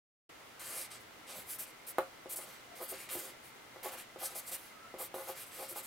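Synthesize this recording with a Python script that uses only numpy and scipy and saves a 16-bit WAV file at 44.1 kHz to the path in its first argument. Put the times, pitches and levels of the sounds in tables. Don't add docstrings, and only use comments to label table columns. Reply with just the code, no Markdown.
import sys
import numpy as np
from scipy import signal
from scipy.fft import rfft, irfft, next_fast_len
from scipy.io import wavfile
from scipy.ndimage import map_coordinates

SR = 44100
rng = np.random.default_rng(int(sys.argv[2]) if len(sys.argv) > 2 else 0)


def wav_record(signal):
    frames = np.transpose(np.atleast_2d(signal))
    bounded = np.clip(frames, -1, 1)
    quanta = np.round(bounded * 32767).astype(np.int16)
    wavfile.write(sys.argv[1], SR, quanta)


N = 258426
T = np.arange(N) / SR


def undb(db):
    return 10 ** (np.asarray(db) / 20)


def unit(x):
    return x / np.sqrt(np.mean(x ** 2) + 1e-24)


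def shape(x, gain_at):
    size = next_fast_len(x.shape[-1])
    f = np.maximum(np.fft.rfftfreq(size, 1 / SR), 1)
    return irfft(rfft(x, size) * gain_at(f), size)[..., :x.shape[-1]]


def colour(x, points):
    hz, db = np.transpose(points)
    return unit(shape(x, lambda f: undb(np.interp(np.log(f), np.log(np.sort(hz)), db))))


def walk(rate_hz):
    return unit(shape(rng.standard_normal(N), lambda f: np.exp(-(f / rate_hz) ** 2)))


def narrow_noise(hz, width_hz):
    return unit(shape(rng.standard_normal(N), lambda f: 1 / (1 + ((f - hz) / width_hz) ** 2)))


def swell(at_s, db, width_s):
    return undb(db) * np.exp(-np.minimum(((T - at_s) / width_s) ** 2, 100))


def fade(t, t60_s):
    return np.exp(-np.log(1000) * t / t60_s)


def add(out, at_s, sound):
    start = int(at_s * SR)
    part = sound[..., :N - start]
    out[..., start:start + part.shape[-1]] += part


def stereo(mid, side):
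    return mid + side * np.array([[1], [-1]])


def ring(x, response):
    return signal.fftconvolve(x[None], response, axes=1)[:, :N]


def room(wet_db, t60_s):
    t = np.arange(SR // 3) / SR
    tail = rng.standard_normal((2, len(t))) * fade(t, t60_s) * (t > .001)
    response = undb(wet_db) * tail / np.sqrt(np.sum(tail ** 2) / 2)
    response[:, 0] = 1
    return response / np.sqrt(np.sum(response ** 2) / 2)


def fan(air_db, whir_db, diffuse_hz):
    # f/Hz, level/dB
    air_spectrum = [(25, -8), (75, -5), (130, 1.5), (165, -1), (220, 1.5), (700, 2), (1500, 0),
                    (2100, -2.5), (3000, -4.5), (5000, -10), (8000, -13.5), (16000, -17)]
    # f/Hz, width/Hz, level/dB
    whir_bands = [(75, 9.5, -82.5), (120, 5.6, -81), (312, 8.8, -74.5), (1340, 26, -71), (2070, 130, -65.5),
                  (2846, 30, -77.5)]
    air_waver_db, whir_waver_db = .3, 2.0
    mid, side = colour(rng.standard_normal((2, N)), air_spectrum)
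    spread = lambda f: 0.94 * np.sqrt((0.2 + (f / diffuse_hz) ** 2) / (1 + (f / diffuse_hz) ** 2))
    air = stereo(mid, shape(side, spread)) * undb(air_db + air_waver_db * walk(rate_hz=11))
    whirs = sum(undb(db + whir_waver_db * walk(rate_hz=26)) * narrow_noise(hz, width_hz)
                for hz, width_hz, db in whir_bands)
    return air + undb(whir_db) * whirs


def writing():
    # t/s, rise/s, fall/s, hiss/dB, rub/dB, brightness/dB
    strokes = [(0.594, .004, 0.26, -49.5, -53.5, -7), (0.635, 0.18, 0.071, -42.5, -52, -8),
               (0.903, 0.016, 0.077, -54, -53.5, -16), (0.995, 0.011, 0.043, -61.5, -68, -5),
               (1.267, .05, 0.14, -51.5, -52.5, -16), (1.345, 0.02, 0.11, -49, -61, -3),
               (1.455, 0.037, 0.057, -53, -61.5, -5), (1.483, 0.031, 0.076, -41.5, -56.5, -5),
               (1.582, 0.018, 0.08, -42.5, -53.5, 0), (1.664, 0.011, 0.06, -57, -61.5, -6),
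               (1.865, 0.029, 0.04, -42.5, -57, -1), (2.291, 0.045, 0.023, -41, -52, -3),
               (2.358, 0.0035, 0.08, -41.5, -56, -5), (2.41, 0.017, 0.049, -50.5, -55, -9),
               (2.46, 0.017, 0.16, -61, -57, 6), (2.75, 0.027, 0.058, -55.5, -54, -1),
               (2.805, 0.032, 0.057, -48.5, -52, 6), (2.877, 0.032, 0.033, -42.5, -57, -5),
               (2.925, 0.014, .065, -55.5, -52, 2), (2.975, 0.031, .09, -52.5, -54, -3),
               (3.088, 0.0064, 0.034, -56, -46.5, 1), (3.098, 0.039, 0.073, -40.5, -48.5, -1),
               (3.17, 0.029, 0.057, -44, -52, -5), (3.22, 0.018, 0.11, -48.5, -55, -6),
               (3.425, 0.03, 0.087, -59.5, -66, -2), (3.829, 0.011, 0.1, -49.5, -48.5, 9),
               (3.91, 0.019, 0.062, -51.5, -52, 8), (3.968, 0.023, 0.066, -49.5, -53.5, -7),
               (4.185, .04, 0.036, -47, -52, -1), (4.225, 0.025, 0.052, -37.5, -51, -8),
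               (4.286, .015, 0.082, -53.5, -57.5, -10), (4.346, 0.029, 0.053, -40.5, -52, -3),
               (4.41, 0.071, 0.048, -54, -60, -6), (4.461, 0.027, 0.034, -43.5, -61, -5),
               (4.51, 0.028, 0.044, -37.5, -50.5, -6), (4.56, 0.023, 0.19, -57.5, -61, 1),
               (4.982, 0.043, 0.068, -43, -53.5, -2.5), (5.141, 0.017, 0.22, -51.5, -56.5, -2),
               (5.258, 0.034, 0.066, -48.5, -52.5, 3), (5.35, 0.072, 0.047, -48, -53.5, -3),
               (5.455, 0.018, 0.058, -56, -69, -8), (5.508, 0.11, .09, -49.5, -53, 0),
               (5.678, 0.024, 0.067, -45.5, -58.5, -2), (5.747, 0.028, 0.06, -45.5, -51, 0.5),
               (5.824, 0.024, .05, -50, -59, -8)]
    rise_power, fall_power = 0.59, 1.76
    hiss_power, rub_power = 1.18, 0.48
    hiss_energy, rub_energy = np.zeros((2, N))
    for at_s, rise_s, fall_s, hiss_db, rub_db, _ in strokes:
        t = np.arange(int((rise_s + fall_s) * SR)) / SR
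        arc = np.sin(np.pi / 2 * np.interp(t, [0, rise_s, rise_s + fall_s], [0, 1, 0]))
        speed = arc ** np.where(t < rise_s, rise_power, fall_power)
        add(hiss_energy, at_s, (undb(hiss_db) * speed ** hiss_power) ** 2)
        add(rub_energy, at_s, (undb(rub_db) * speed ** rub_power) ** 2)
    at_s, rise_s, *_, bright_db = np.transpose(strokes)
    return np.sqrt(hiss_energy), np.sqrt(rub_energy), np.interp(T, at_s + rise_s, bright_db)


def catches(rate_hz, spread_db):
    hits = rng.random(N) < rate_hz / SR
    return unit(hits * rng.choice([-1, 1], N) * undb(spread_db * rng.standard_normal(N)))


def slant(x, split_hz, bright_db):
    high = shape(x, lambda f: 1 / (1 + (split_hz / f) ** 10))
    return high * undb(bright_db / 2) + (x - high) * undb(-bright_db / 2)


def wander(x, common_db, ear_db, width_hz, hold_s):
    f, t, frames = signal.stft(x, SR, nperseg=256)
    grid = np.meshgrid(f / width_hz, t / hold_s, indexing="ij")
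    fields = rng.standard_normal((3, 128, 256))
    common, left, right = (map_coordinates(field, grid, order=3, mode="mirror") for field in fields)
    gain = undb(common_db * common + ear_db * np.array([left, right]))
    return signal.istft(frames * gain, SR)[1][:, :N]


def nib(hiss_gain, rub_gain, bright_db):
    # f/Hz, level/dB
    hiss_spectrum = [(2000, -28), (5000, -11.5), (6900, -11.5), (8100, -3), (9600, 0), (10900, 0.5),
                     (12500, 2.5), (14200, -1), (15600, -5), (18000, -7)]
    # f/Hz, level/dB
    rub_spectrum = [(150, -20), (500, -10.5), (1200, -1), (2100, 4), (3000, 0.5), (3900, -0.5), (4800, -1),
                    (6000, -5), (8000, -1.5), (14000, -20)]
    hiss = colour(catches(rate_hz=13000, spread_db=0), hiss_spectrum)
    hiss = slant(hiss, split_hz=9500, bright_db=bright_db)
    rub = colour(catches(rate_hz=6000, spread_db=3.5), rub_spectrum)
    grain = undb(walk(rate_hz=50))
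    hiss = ring(hiss * grain * hiss_gain, room(wet_db=-12, t60_s=0.042))
    rub = ring(rub * grain * rub_gain, room(wet_db=-4.5, t60_s=0.097))
    side = shape((hiss[0] - hiss[1]) / 2, lambda f: 1.9 / (1 + (12500 / f) ** 10))
    friction = undb(0.67) * stereo(hiss, side) + undb(0.1) * rub
    return wander(friction, common_db=1.5, ear_db=1.76, width_hz=555, hold_s=.12)


def desk_response(thud_db, thud_s, modes_db, wash_db, wash_t60_s, low_cut_hz):
    # f/Hz, level/dB, t60/s
    desk_modes = [(325, -24, 0.18), (337.5, -8.5, 0.093), (383.3, -5.5, 0.1), (477, -11, 0.033),
                  (534.8, -0.5, 0.17), (603, -5.5, 0.12), (738, -13.5, 0.13), (725, -19, 0.29),
                  (841, -2, 0.1), (868, -14.5, 0.12), (1122, -12, 0.19), (1200, 2.5, 0.033),
                  (1286, -11.5, 0.15), (1441, -3.5, 0.065), (2110, -5, 0.047), (3025, -16, 0.079)]
    # f/Hz, level/dB
    wash_spectrum = [(60, 10), (240, -15), (340, -6), (700, 6), (1000, 1.5), (1300, 11), (2000, -3),
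                     (4000, -11), (10000, -18)]
    delay_s, wash_rise_s = .001, 0.00039
    t = np.arange(SR // 3) / SR
    flex = ((t - delay_s) / thud_s) ** 2
    thud = (1 - 2 * flex) * np.exp(-flex)
    age_s = np.maximum(t - delay_s, 0)
    modes = sum((-1) ** k * undb(db) * np.sin(2 * np.pi * hz * age_s) * fade(t, t60_s)
                for k, (hz, db, t60_s) in enumerate(desk_modes))
    wash_envelope = fade(t, wash_t60_s) * (1 - np.exp(-age_s / wash_rise_s))
    mid, side = colour(rng.standard_normal((2, len(t))), wash_spectrum) * wash_envelope
    blow = undb(thud_db) * thud + undb(modes_db) * modes + undb(wash_db) * stereo(mid, 0.97 * side)
    return signal.sosfilt(signal.butter(2, low_cut_hz, "high", fs=SR, output="sos"), blow)


def judder(desk, rub_gain):
    # t/s, level/dB, width/s, band centre/Hz, band boost/dB
    chatters = [(0.747, -53, 0.052, 580, 3), (1.335, -57.5, 0.064, 800, 3), (2.406, -60, 0.064, 750, 4),
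                (2.814, -42.5, 0.024, 523, 5.5), (2.924, -51, 0.023, 420, 12), (3.125, -59, .025, 560, 6),
                (3.162, -44.5, 0.024, 330, 19.5), (3.265, -57.5, 0.037, 360, 10),
                (3.855, -40.5, 0.018, 890, 10), (3.934, -51, 0.027, 900, 3), (4.224, -42.5, 0.011, 780, 14),
                (4.314, -53.5, 0.014, 420, 5), (4.362, -53, .016, 855, 11), (4.516, -56, .025, 706, 6),
                (5.011, -43, 0.023, 1020, 5), (5.191, -47, 0.037, 900, 1), (5.29, -42.5, 0.015, 795, 4),
                (5.609, -45.5, 0.027, 800, 3), (5.712, -52, 0.024, 340, 13), (5.774, -50.5, 0.016, 955, 10)]
    glide_db, band_octaves = -10, 0.44
    low_hz, high_hz = 210, 1400
    taps = catches(rate_hz=1100, spread_db=3.0)

    def slips(hz, boost_db):
        def gain_at(f):
            band = undb(boost_db * np.exp(-(np.log2(f / hz) / band_octaves) ** 2))
            return band / (1 + (f / high_hz) ** 4) / (1 + (low_hz / f) ** 4)
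        desk_gain = np.sqrt(np.sum(shape(desk, gain_at) ** 2) / 2)
        return shape(taps, gain_at) / desk_gain

    glide = undb(glide_db) * rub_gain * slips(hz=780, boost_db=-3.5)
    chatter = sum(swell(at_s, db, width_s) * slips(hz, boost_db)
                  for at_s, db, width_s, hz, boost_db in chatters)
    return undb(-0.5) * ring(glide + chatter, desk)


def hand():
    # t/s, level/dB, width/s
    shifts = [(1.385, -54.5, 0.017), (1.616, -57, 0.018), (2.489, -64, 0.012), (3.167, -63, 0.022),
              (4.53, -63, 0.024), (5.707, -70, 0.017)]
    # f/Hz, level/dB
    spectrum = [(40, -25), (90, -9), (180, 2.5), (300, -15), (700, -5), (3000, -60)]
    envelope = sum(swell(*shift) for shift in shifts)
    return envelope * colour(rng.standard_normal(N), spectrum)


def knocks(desk):
    # t/s, peak/dB, contact/ms, relative tick/dB
    landings = [(1.9836, -14.5, 0.14, -16.5), (2.2586, -36, 0.68, -32), (2.3880, -36.5, 0.17, -25),
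                (2.475, -46, 0.32, -25), (2.8130, -38, .4, -30), (2.9225, -36, 0.61, -32),
                (3.1565, -38, 1.38, -30), (3.7605, -40, 0.39, -30), (3.8515, -46, 0.1, -25),
                (4.1605, -37, 0.62, -30), (4.2200, -40, .2, -30), (4.3560, -43.5, 0.11, -25),
                (4.941, -33.5, 0.73, -19), (5.1420, -29, 0.36, -10), (5.161, -37, 0.6, -26),
                (5.2935, -42, 0.31, -30), (5.7600, -37, 0.2, -22)]
    # f/Hz, level/dB
    tip_spectrum = [(1000, -23), (2500, 8), (3700, 12), (5000, -2), (8000, 2), (11000, 9), (16000, 3.5)]
    blows, ticks = np.zeros((2, N)), np.zeros(N)
    t = np.arange(SR // 20) / SR
    for at_s, db, contact_ms, tick_db in landings:
        contact_s = contact_ms / 1000
        push = t * np.exp(-2 * t / contact_s)
        blow = ring(push, desk)
        add(blows, at_s - contact_s, undb(db) * blow / np.abs(blow).max())
        tick = colour(rng.standard_normal(len(t)), tip_spectrum) * fade(t, t60_s=0.029)
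        add(ticks, at_s, undb(db + tick_db) * tick)
    return blows + undb(-4.5) * ring(ticks, room(wet_db=-1.5, t60_s=0.21))


def thin_tones():
    # t/s, f/Hz, level/dB, width/s
    swells = [(2.727, 698, -52.5, 0.036), (4.279, 1292, -51, .014), (4.773, 1285, -57.5, 0.027),
              (4.864, 1344, -52, 0.05)]
    tones = sum(swell(at_s, db, width_s) * narrow_noise(hz, width_hz=21)
                for at_s, hz, db, width_s in swells)
    return ring(tones, room(wet_db=-3.5, t60_s=0.082))


def scene():
    desk = desk_response(thud_db=7, thud_s=0.00041, modes_db=-6.5,
                         wash_db=-14, wash_t60_s=0.2, low_cut_hz=195)
    hiss_gain, rub_gain, bright_db = writing()
    pen = nib(hiss_gain, rub_gain, bright_db) + judder(desk, rub_gain) + knocks(desk)
    return pen + hand() + thin_tones() + fan(air_db=-57.5, whir_db=-1.5, diffuse_hz=436)


def record(dry):
    on_s, ramp_s, top_hz = 0.291, 0.003, 15800
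    gate = np.clip((T - on_s) / ramp_s, 0, 1)
    return signal.sosfilt(signal.ellip(10, .2, 70, top_hz, fs=SR, output="sos"), dry * gate)


dry = scene()
out = record(dry)
wav_record(out)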